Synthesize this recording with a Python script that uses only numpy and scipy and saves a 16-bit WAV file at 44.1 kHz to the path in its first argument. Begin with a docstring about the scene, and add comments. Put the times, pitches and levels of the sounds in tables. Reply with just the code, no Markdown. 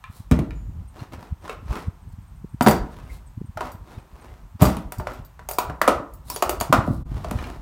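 """Packing a tool case in a barn

A drill lands on booming floor planks and a battery is pressed into a hollow plastic case. The lid falls
shut, two steel latches jingle and snap closed, and the case is dragged up by its handle. In between,
sleeves swish, hands and tools scrape over the shell in tiny slips, and soft thumps land close by.
A far bird chirps faintly; the timber walls add a short reverb over a low rumble."""
import sys
import numpy as np
from scipy import signal
from scipy.fft import rfft, irfft, next_fast_len
from scipy.io import wavfile

SR = 44100
rng = np.random.default_rng(int(sys.argv[2]) if len(sys.argv) > 2 else 0)


def unload_wav(signal):
    """Save mono or channel-first audio to the path in sys.argv[1] as 16-bit WAV at rate SR, clipped to [-1, 1]."""
    wavfile.write(
        sys.argv[1],
        SR,
        np.round(np.clip(np.atleast_2d(signal).T, -1, 1) * 32767).astype(np.int16),
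    )


N = 335601
TIME = np.arange(N) / SR
BLOW = int(.6 * SR)   # samples given to one hit and its tail

# hollow modes of the plastic shell: f/Hz, level/dB, t60/s
SHELL_MODES = [(360.6,6,0.057),(429,2.5,0.036),(500,-8,0.043),(593,-2.5,0.13),(638,3,0.025),(724,-0.5,0.042),(800,-5,0.02),(953,-1.5,0.09),(1124,2,0.0031),(1222,-2,0.033),(1358,-1,0.01),(1495,-11,0.056)]
# modes of the tools' hard housings: f/Hz, level/dB, t60/s
TOOL_MODES = [(1048, 7, 0.07), (1340, 1, 0.08), (1672, -2.5, 0.036), (2190, -6.5, 0.12), (2424, -3, 0.041),
              (2724, -5.5, 0.035), (3950, -3, 0.054)]
# modes of a steel latch loop, hanging "free" or "hooked" on its catch: f/Hz, level/dB, t60/s
LOOP_MODES = {"free": [(4680,2,0.1),(6960,-4,0.072),(8050,-4,0.076),(9400,-6,0.081),(13160,6,0.099),(14100,-14,0.11),(15020,0,0.14)],
              "hooked": [(3300,2,0.062),(4610,9,0.025),(6800,4,0.077),(13660,2,0.089),(14600,2,0.15),(15600,0,0.14)]}
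# spectrum of a dry contact crack: f/Hz, level/dB
CRACK_COLOUR = [(900,-6),(1600,-4.5),(2400,-0.5),(2800,-3),(3600,-6.5),(5000,-9.5),(7000,-12)]
# spectrum of a bright contact tick: f/Hz, level/dB
TICK_COLOUR = [(3500,-28),(5000,-5),(7000,3),(8200,5),(9300,10.5),(11000,2.5),(13500,9.5),(16000,-5.5)]
# hands and tools sliding over the plastic: middle t/s, half length/s, level/dB
STROKES = [(1.005, 0.044, -42), (1.138, 0.016, -38), (1.239, 0.053, -46.5), (1.49, 0.05, -41),
           (1.756, 0.075, -37), (2.969, 0.17, -51), (3.658, 0.065, -42), (3.925, 0.066, -45.5),
           (4.24, 0.14, -51.5), (4.607, 0.0081, -31.5), (5.125, 0.058, -42), (7.18, 0.083, -45.5),
           (7.41, 0.14, -38.5)]


def amp(db):
    return 10 ** (np.asarray(db) / 20)


def rms_one(x):
    return x / np.sqrt(np.mean(x ** 2) + 1e-20)


def attack_one(x):
    """Unit rms over the first 25 ms."""
    return x / np.sqrt(np.mean(x[:SR // 40] ** 2) + 1e-20)


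def add(out, s, x):
    """Mix x in at time s."""
    i = max(0, int(s * SR))
    out[i:i + len(x)] += x[:max(0, N - i)]


def at_hz(points, hz, column=1):
    """Read a column of a table on a log-frequency axis."""
    points = np.array(points)
    return np.interp(np.log(np.maximum(hz, 1)), np.log(points[:, 0]), points[:, column])


def band(x, low_hz, high_hz, order=2):
    """Butterworth band-pass."""
    sos = signal.butter(order, [low_hz, min(high_hz, .45 * SR)], "band", fs=SR, output="sos")
    return signal.sosfilt(sos, x)


def colour(x, points):
    """Minimum-phase EQ with the given spectrum, falling 12 dB an octave beyond its ends."""
    size = 2 * next_fast_len(len(x) // 2 + 2048)
    hz = np.maximum(np.fft.rfftfreq(size, 1 / SR), 1)
    octaves_beyond = np.abs(np.log2(hz / np.clip(hz, points[0][0], points[-1][0])))
    cepstrum = irfft(np.log(amp(at_hz(points, hz) - 12 * octaves_beyond)))
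    cepstrum[1:size // 2] *= 2
    cepstrum[size // 2 + 1:] = 0
    return irfft(rfft(x, size) * np.exp(rfft(cepstrum)))[:len(x)]


def drift(per_s):
    """Random wander of unit rms."""
    knots = rng.standard_normal(4000)
    return rms_one(np.interp(TIME * per_s, np.arange(len(knots)), knots))


def swells(rows):
    """Gain of movements that speed up and slow down smoothly."""
    return sum(amp(db) * np.exp(-((TIME - s) / half_length_s) ** 2) for s, half_length_s, db in rows)


def ring(force, hz, t60):
    """One damped mode."""
    radius, angle = amp(-60 / (t60 * SR)), 2 * np.pi * hz / SR
    return signal.lfilter([.5, 0, -.5], [1, -2 * radius * np.cos(angle), radius ** 2], force + 1e-18)


def contacts(rattle_s, per_s, follow_db):
    """A first touch, then a dying chatter of loose parts."""
    t = np.arange(BLOW) / SR
    chatter = (rng.random(BLOW) < per_s / SR) * rng.standard_normal(BLOW)
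    force = chatter * amp(follow_db) * np.exp(-t / max(rattle_s, 1e-4))
    force[0] = 1
    return force


def strike(force, modes, centre_hz, focus_db, scatter_db, detune):
    """Place and grip shift the modes and favour those near one pitch (focus_db: loss an octave off)."""
    out = 0
    for hz, db, t60 in modes:
        gain = amp(db - focus_db * np.log2(hz / centre_hz) ** 2 + scatter_db * rng.standard_normal())
        mode = ring(force, hz * (1 + detune * rng.standard_normal()), t60)
        out = out + rng.choice([-1, 1]) * gain * attack_one(mode)
    return out


def crackle(force, spectrum, decay_s):
    """Countless, heavily damped upper modes: each touch feeds them, and they die at once."""
    energy = signal.lfilter([1], [1, -np.exp(-2 / (decay_s * SR))], force ** 2 + 1e-18)
    return colour(np.sqrt(energy) * rng.standard_normal(len(force)), spectrum)


def background(rumble_gain_db, air_db, hiss_db):
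    """A bed of lumpy rumble, quiet barn air and faint hiss."""
    # the rumble swells with the body's movements: t/s, level/dB
    rumble_ride = [(0.0, -60.5), (0.51, -37.5), (1.29, -50.5), (2.75, -43.5), (4.47, -51), (4.81, -44),
                   (5.79, -48.5), (6.45, -48.5), (6.59, -37.5), (6.78, -34), (7.18, -32.5), (7.61, -41)]
    # its spectrum: f/Hz, level/dB
    rumble_colour = [(22,-16),(45,7),(90,-1.5),(160,-9),(260,-21.5),(450,-33.5)]
    # spectrum of the air's hiss: f/Hz, level/dB
    hiss_colour = [(1180, -25.5), (2240, -8), (4400, -12), (6000, -8), (9000, -6.5), (10400, -14.5),
                   (12400, -5.5), (16000, -12)]
    swell_db = np.interp(TIME, *np.transpose(rumble_ride)) + 3.93 * drift(22)
    rumble = amp(rumble_gain_db + swell_db) * rms_one(colour(rng.standard_normal(N), rumble_colour))
    air = amp(air_db) * rms_one(band(rng.standard_normal(N), low_hz=757, high_hz=1165, order=1))
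    hiss = amp(hiss_db) * rms_one(colour(rng.standard_normal(N), hiss_colour))
    return rumble + air + hiss


def tool_knocks():
    """Hard housings ring higher than the case, each touch with a small crack and a pitch of its own."""
    # tools are gripped, set down and shifted: t/s, level/dB, centre f/Hz
    knocks = [(0.04, -42, 1830), (0.313, -35.5, 1960), (0.508, -47, 2010), (1.14, -51, 1690),
              (1.451, -47, 1300), (1.479, -42, 1200), (1.496, -37.5, 2000), (1.728, -44, 1200),
              (1.756, -38.5, 1400), (3.618, -47, 1203), (7.388, -41.5, 1970), (7.441, -44, 2393)]
    out = np.zeros(N)
    for s, db, hz in knocks:
        force = contacts(rattle_s=0.0056, per_s=760, follow_db=-12.5)
        housing = strike(force, TOOL_MODES, hz, focus_db=9.5, scatter_db=1, detune=0.04)
        crack = crackle(force, CRACK_COLOUR, decay_s=0.002)
        add(out, s, amp(db) * (attack_one(housing) + amp(-12.5) * attack_one(crack)))
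    return out


def thumps(width_cycles, nudges_per_s, nudge_db, nudge_hz):
    """Soft pressure swings of a cycle or two, too close to excite the room; weak nudges fall at random."""
    # the strong thumps: t/s, level/dB, f/Hz
    strong = [(1.022, -25, 113), (1.326, -19, 73), (1.709, -16, 56), (1.883, -16.5, 84), (2.447, -25, 171),
              (2.546, -23.5, 116), (3.38, -23, 106.8), (3.416, -23, 170), (3.498, -27, 84),
              (4.626, -2.5, 114.5), (4.99, -21, 100.9), (6.619, -23.5, 230), (6.705, -13, 138),
              (6.79, -10.5, 110), (6.909, -11, 117), (7.121, -19.5, 126), (7.361, -15, 95)]
    out, t = np.zeros(N), np.arange(-SR // 10, SR // 10) / SR
    nudges = [((k + late) / nudges_per_s, nudge_db - softer, nudge_hz * 2 ** (0.18 * higher))
              for k, (late, softer, higher) in enumerate(rng.standard_normal(size=(40, 3)))]
    for s, db, hz in strong + nudges:
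        phase = 2 * np.pi * (hz * t + rng.random())
        push = 1 / np.cosh(hz * t / width_cycles)
        swing = np.sin(phase) + 0.5 * push ** 2 * np.sin(2 * phase)   # steepens at its crest
        add(out, s + t[0], amp(db) * push * swing)
    return out


def rubbing(gain_db):
    """Each stroke is a swell of tiny slips that excite the shell, with cloth and skin hissing above."""
    # sleeves and trousers swish: middle t/s, half length/s, level/dB
    swishes = [(0.173, 0.055, -57.5), (2.128, 0.0099, -65), (3.138, 0.038, -55), (3.288, 0.0044, -75),
               (6.325, 0.046, -44), (6.902, 0.092, -57.5)]
    # spectrum of rubbed plastic: f/Hz, level/dB
    rub_colour = [(150,6.5),(280,8.5),(450,0.5),(700,1),(1100,1.5),(1500,-8),(2200,-14),(4000,-16.5),(7000,-22.5)]
    # spectrum of cloth and skin hiss: f/Hz, level/dB
    hiss_colour = [(2000,-16),(4000,5),(6000,-3),(8500,0.5),(11000,-0.5),(15500,-4),(17000,-5)]
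    sliding, swishing = swells(STROKES), swells(swishes)
    shell_gain = sliding + amp(-2.5) * swishing   # cloth has a low rustle too
    hiss_gain = swishing + amp(-20.5) * sliding   # skin hisses a little
    slips = (rng.random(N) < 900 / SR) * rng.standard_normal(N)
    slips = rms_one(slips * amp(7 * np.tanh(drift(70))))
    scrape = rms_one(colour(rng.standard_normal(N) + slips, rub_colour))
    hollow = rms_one(sum(amp(db) * ring(slips, hz, t60) for hz, db, t60 in SHELL_MODES))
    shell = shell_gain * rms_one(scrape + 0.36 * hollow)
    hiss = hiss_gain * rms_one(colour(rng.standard_normal(N) + 0.94 * slips, hiss_colour))
    return amp(gain_db) * (shell + hiss)


def boom(force, db, centre_hz, lowest_hz):
    """The boards and the air in the case answer a heavy blow."""
    # modes of the floor boards and the enclosed air: f/Hz, level/dB, t60/s
    boom_modes = [(53.5,6,0.28),(65,9,0.39),(89.6,-3,0.23),(124.5,1,0.28),(158,7,0.18),(181,-1,0.4),(215.3,8.5,0.14),(276,7.5,0.068),(327.4,-0.5,0.26)]
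    low = strike(force, boom_modes, centre_hz, focus_db=5.0, scatter_db=2.0, detune=0.014)
    return amp(db - 2.5) * attack_one(band(low, low_hz=lowest_hz, high_hz=405))


def plastic(force, shell_db, shell_hz, crack_db, tick_db):
    """The shell rings hollow under a crack and a bright contact tick, each with its own level trim."""
    shell = strike(force, SHELL_MODES, shell_hz, focus_db=9.0, scatter_db=4.5, detune=0.02)
    shell = attack_one(band(shell, low_hz=294, high_hz=1750, order=3))
    crack = attack_one(crackle(force, CRACK_COLOUR, decay_s=0.0051))
    tick = attack_one(crackle(force, TICK_COLOUR, decay_s=0.0019))
    return amp(shell_db - 0.01) * shell + amp(crack_db + 1.73) * crack + amp(tick_db - 6.5) * tick


def landings():
    """Heavy blows boom and ring the shell, each body in its own way; the lid rattles on."""
    # blows on floor and case: t/s, level/dB, body
    blows = [(0.3124, -10, "drill"), (0.3202, -12.5, "drill"), (0.3902, -16.5, "drill"),
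             (2.6092, -15, "battery"), (2.6631, -12, "battery"), (2.6724, -10, "battery"),
             (2.684, -13, "contents"), (2.7105, -19, "contents"), (4.6136, -10.5, "lid"),
             (4.6242, -22.5, "contents"), (4.7681, -30.5, "contents"), (4.998, -29.5, "press"),
             (5.6978, -30, "press"), (6.876, -19, "knee"), (7.311, -26, "contents")]
    # each body's voice, with levels relative to the blow:
    # boom f/Hz, shell f/Hz, shell level/dB, crack level/dB, tick level/dB, rattle/s (negative: none)
    bodies = {"drill": (134, 589, -17.5, -30, -30, -0.1616), "battery": (231, 714, -3.5, -19.5, -31, -0.15),
              "lid": (127, 778, -6.5, -21, -20, 0.0518), "press": (100, 720, -4, -25, -26, 0.004),
              "contents": (169, 745, -7.5, -18.5, -12, -0.0765), "knee": (189, 482, -11.5, -45, -45, -0.14)}
    out = np.zeros(N)
    for s, db, body in blows:
        boom_hz, shell_hz, shell_db, crack_db, tick_db, rattle_s = bodies[body]
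        force = contacts(rattle_s, per_s=1200, follow_db=-2.0)
        add(out, s, boom(force, db, boom_hz, lowest_hz=33))
        add(out, s, plastic(force, db + shell_db, shell_hz, db + crack_db, db + tick_db))
    return out


def ping(s, hz, db, t60):
    """A small steel part on the drill rings once as it settles."""
    out, t = np.zeros(N), np.arange(BLOW) / SR
    add(out, s, amp(db) * np.sin(2 * np.pi * hz * t) * amp(-60 * t / t60))
    return out


def bird(start_hz, end_hz, length_s, detune, twitter_from_s, twitter_per_s, twitter_db):
    """Thin, rough downward chirps, with a run of quicker and fainter notes between them."""
    # the far bird's main chirps: t/s, level/dB
    chirps = [(0.873,-58),(3.26,-56),(3.454,-61),(3.99,-64),(4.205,-59)]
    out, progress = np.zeros(N), np.linspace(0, 1, int(length_s * SR))
    twitter = [(twitter_from_s + (k + late) / twitter_per_s, twitter_db)
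               for k, late in enumerate(rng.random(size=20))]
    for s, db in chirps + twitter:
        hz = (start_hz + (end_hz - start_hz) * progress) * (1 + detune * rng.standard_normal())
        add(out, s, amp(db) * np.sin(np.pi * progress) * np.sin(2 * np.pi * np.cumsum(hz) / SR))
    roughness = rms_one(amp(3 * drift(560)))
    return out * roughness


def scraping(gain_db, per_s, rattle_s):
    """A tool slides in short jerks; each one sings in the housing at slightly different pitches."""
    out, sliding = np.zeros(N), swells(STROKES)
    for k, late in enumerate(rng.random(size=240)):
        s = (k + late) / per_s
        pressure = np.interp(s, TIME, sliding)
        if pressure > amp(-55):
            force = contacts(rattle_s, per_s=1500, follow_db=-12)
            jerk = strike(force, TOOL_MODES, centre_hz=1450, focus_db=6.5, scatter_db=11.5, detune=0.0746)
            add(out, s, amp(gain_db) * pressure * attack_one(jerk))
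    return out


def grit(per_s, gain_db, spread_db):
    """While things slide, edges catch and let go in small dry cracks."""
    catches = (rng.random(N) < per_s / SR) * amp(spread_db * rng.random(N))
    cracks = rms_one(crackle(catches, CRACK_COLOUR, decay_s=0.0052))
    return amp(gain_db) * swells(STROKES) * cracks


def taps():
    """Light touches sound the plastic alone, with no boom."""
    # taps of fingers and handle: t/s, shell level/dB
    touches = [(1.495, -34), (3.5725, -31.5), (3.6075, -27.5), (5.0698, -29.5), (5.393, -44.5),
               (7.245, -32)]
    out = np.zeros(N)
    for s, db in touches:
        force = contacts(rattle_s=0.003, per_s=1500, follow_db=0)
        add(out, s, plastic(force, db, shell_hz=850, crack_db=db - 16.5, tick_db=db - 22))
    return out


def wire_loop(modes, db, centre_hz, rattle_s, hasp_db):
    """A latch loop chatters in its hinge and rings; its hasp jangles with new partials at every seating."""
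    force = contacts(rattle_s, per_s=550, follow_db=-10)
    loop = strike(force, modes, centre_hz, focus_db=4.0, scatter_db=2, detune=0.0008)
    partials = [(hz, 0, 0.031) for hz in rng.uniform(2828, 14020, size=30)]   # f/Hz, level/dB, t60/s
    hasp = strike(force, partials, centre_hz, focus_db=3, scatter_db=10.5, detune=0)
    steel = attack_one(loop) + amp(hasp_db) * attack_one(hasp)
    return amp(db - 5.0) * attack_one(band(steel, low_hz=2680, high_hz=19200))


def jingles():
    """The dangling loops tick against the rim, too lightly to ring the shell."""
    # loops jump after hard blows and under the fingers: t/s, level/dB, centre f/Hz
    jumps = [(2.623, -28, 8000), (2.669, -27.5, 5500), (2.691, -26.5, 9600), (2.711, -29, 4740),
             (3.7177, -48, 8400), (4.62, -21.5, 15000), (4.653, -28, 4020), (4.686, -40, 7000),
             (4.984, -43.5, 8500), (5.135, -52, 8000), (5.249, -49.5, 9300), (5.534, -36.5, 11500),
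             (6.137, -48, 15000)]
    out = np.zeros(N)
    for s, db, hz in jumps:
        force = contacts(rattle_s=0.004, per_s=1260, follow_db=-8)
        tick = crackle(force, TICK_COLOUR, decay_s=0.0018)
        steel = wire_loop(LOOP_MODES["free"], db, hz, rattle_s=0.014, hasp_db=-5)
        add(out, s, amp(db - 21.5) * attack_one(tick) + steel)
    return out


def squeaks(half_length_s, sag_per_s, roughness):
    """Brief stick-slip tones that sag as the pressure eases."""
    # skin and steel squeak as they slide: middle t/s, f/Hz, level/dB
    slides = [(3.105, 2100, -44), (6.349, 10100, -32.5)]
    out, t = np.zeros(N), np.arange(-SR // 20, SR // 20) / SR
    envelope = np.exp(-(t / half_length_s) ** 2)
    for s, hz, db in slides:
        pitch = hz * (1 - sag_per_s * t + roughness * drift(630)[:len(t)])
        add(out, s + t[0], amp(db) * envelope * np.sin(2 * np.pi * np.cumsum(pitch) / SR))
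    return out


def latches(full_snap_db):
    """A light touch is mostly tick and steel ring; a full snap cracks, booms and rattles the whole case."""
    # the latches are swung up, hooked and snapped shut:
    # t/s, shell level/dB, shell f/Hz, steel level/dB, steel f/Hz, loop "free" or "hooked"
    moves = [(4.9215, -38, 865, -48, 9060, "free"), (5.4884, -34.5, 820, -31.5, 11400, "free"),
             (5.5117, -36, 860, -33, 12000, "free"), (5.585, -19.5, 920, -29, 12000, "hooked"),
             (5.8153, -18, 1170, -48, 8000, "hooked"), (5.8774, -12.5, 1010, -52, 8000, "hooked"),
             (6.3002, -34.5, 850, -31, 8000, "free"), (6.3616, -34.5, 835, -34, 6000, "hooked"),
             (6.4236, -18.5, 774, -28.5, 8500, "hooked"), (6.494, -24, 690, -28, 10300, "hooked"),
             (6.6018, -43, 870, -29.5, 8000, "hooked"), (6.6107, -25, 815, -31.5, 7000, "hooked"),
             (6.7259, -11.5, 1170, -32, 7000, "hooked")]
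    out = np.zeros(N)
    for s, db, shell_hz, steel_db, steel_hz, loop in moves:
        effort_db = db - full_snap_db   # lighter snaps lose boom and rattle quickly, crack slowly
        force = contacts(rattle_s=0.0086 * amp(2.6 * effort_db) + 0.001, per_s=1200, follow_db=-3.0)
        tick_db = min(db + 3, -27)   # the steel's own tick soon reaches its limit
        shell = plastic(force, db, shell_hz, crack_db=-26.5 + 0.81 * effort_db, tick_db=tick_db)
        steel = wire_loop(LOOP_MODES[loop], steel_db, steel_hz, rattle_s=0.011, hasp_db=-3.5)
        low = boom(force, db=-16 + 2.64 * effort_db, centre_hz=306, lowest_hz=218)
        add(out, s, shell + steel + low)
    return out


def dip(s, half_length_s, depth_db):
    """The level dips briefly."""
    return amp(depth_db * np.exp(-((TIME - s) / half_length_s) ** 2))


def barn(x, predelay_s, scattered):
    """Timber walls give a fixed response; rafters and clutter scatter a share into a smooth wash."""
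    # the barn's reverb: f/Hz, level/dB, t60/s
    reverb = [(61.3,-33,0.31),(253,-4.5,0.47),(674,-5,0.43),(1260,-3,0.42),(2320,-5.5,0.32),(4950,-5.5,0.28),(13200,-10,0.2)]
    t, response, wash = np.arange(BLOW) / SR, 0, 0
    white = rng.standard_normal((2, N))
    edges_hz = np.geomspace(40, 18000, 18)
    for k, (low, high) in enumerate(zip(edges_hz, edges_hz[1:])):
        hz = np.sqrt(low * high)
        decay_rate = np.log(1000) / at_hz(reverb, hz, column=2)
        noise = amp(at_hz(reverb, hz)) * rms_one(band(white[k % 2], low, high, order=4))
        tail = noise[-BLOW:] * np.exp(-decay_rate * t)
        response = response + tail * 2 * np.sqrt(decay_rate * (high - low)) / SR
        # the room stores each band's energy and lets it leak away
        power = band(x + 1e-12 * white[0], low, high, order=4) ** 2
        retained = np.exp(-2 * decay_rate / SR)
        energy = signal.lfilter([1 - retained], [1, -retained], power)
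        wash = wash + np.sqrt(energy) * noise
    reflections = signal.fftconvolve(x, response)[:N]
    out = np.zeros(N)
    add(out, predelay_s, np.sqrt(1 - scattered) * reflections + np.sqrt(scattered) * wash)
    return out


def scene():
    """Handling and bird feed the barn's reverb; the background and the thumps stay dry."""
    sounds = landings() + taps() + tool_knocks() + latches(full_snap_db=-11.5) + jingles()
    sounds += ping(s=0.553, hz=7000, db=-63, t60=0.77)
    sounds += rubbing(gain_db=1.0)
    sounds += scraping(gain_db=-12.5, per_s=34, rattle_s=0.0097)
    sounds += grit(per_s=74, gain_db=-24, spread_db=25)
    sounds += squeaks(half_length_s=0.009, sag_per_s=1.3, roughness=0.024)
    sounds += bird(start_hz=9100, end_hz=7770, length_s=0.027, detune=0.023,
                   twitter_from_s=1.4, twitter_per_s=11, twitter_db=-66)
    mix = sounds + barn(sounds, predelay_s=.005, scattered=0.51)
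    mix += background(rumble_gain_db=3.0, air_db=-61.5, hiss_db=-70.5)
    mix += thumps(width_cycles=0.45, nudges_per_s=3, nudge_db=-29.5, nudge_hz=91.5)
    return (mix * dip(s=7.043, half_length_s=0.011, depth_db=-22))[None]


def record(dry, cutoff_hz=16100):
    """A soft clip rounds the loudest peaks and a steep low-pass cuts the top."""
    rounded = dry / (1 + dry ** 6) ** (1 / 6)
    return signal.sosfilt(signal.ellip(10, .1, 90, cutoff_hz, fs=SR, output="sos"), rounded)


dry = scene()
out = record(dry)
unload_wav(out)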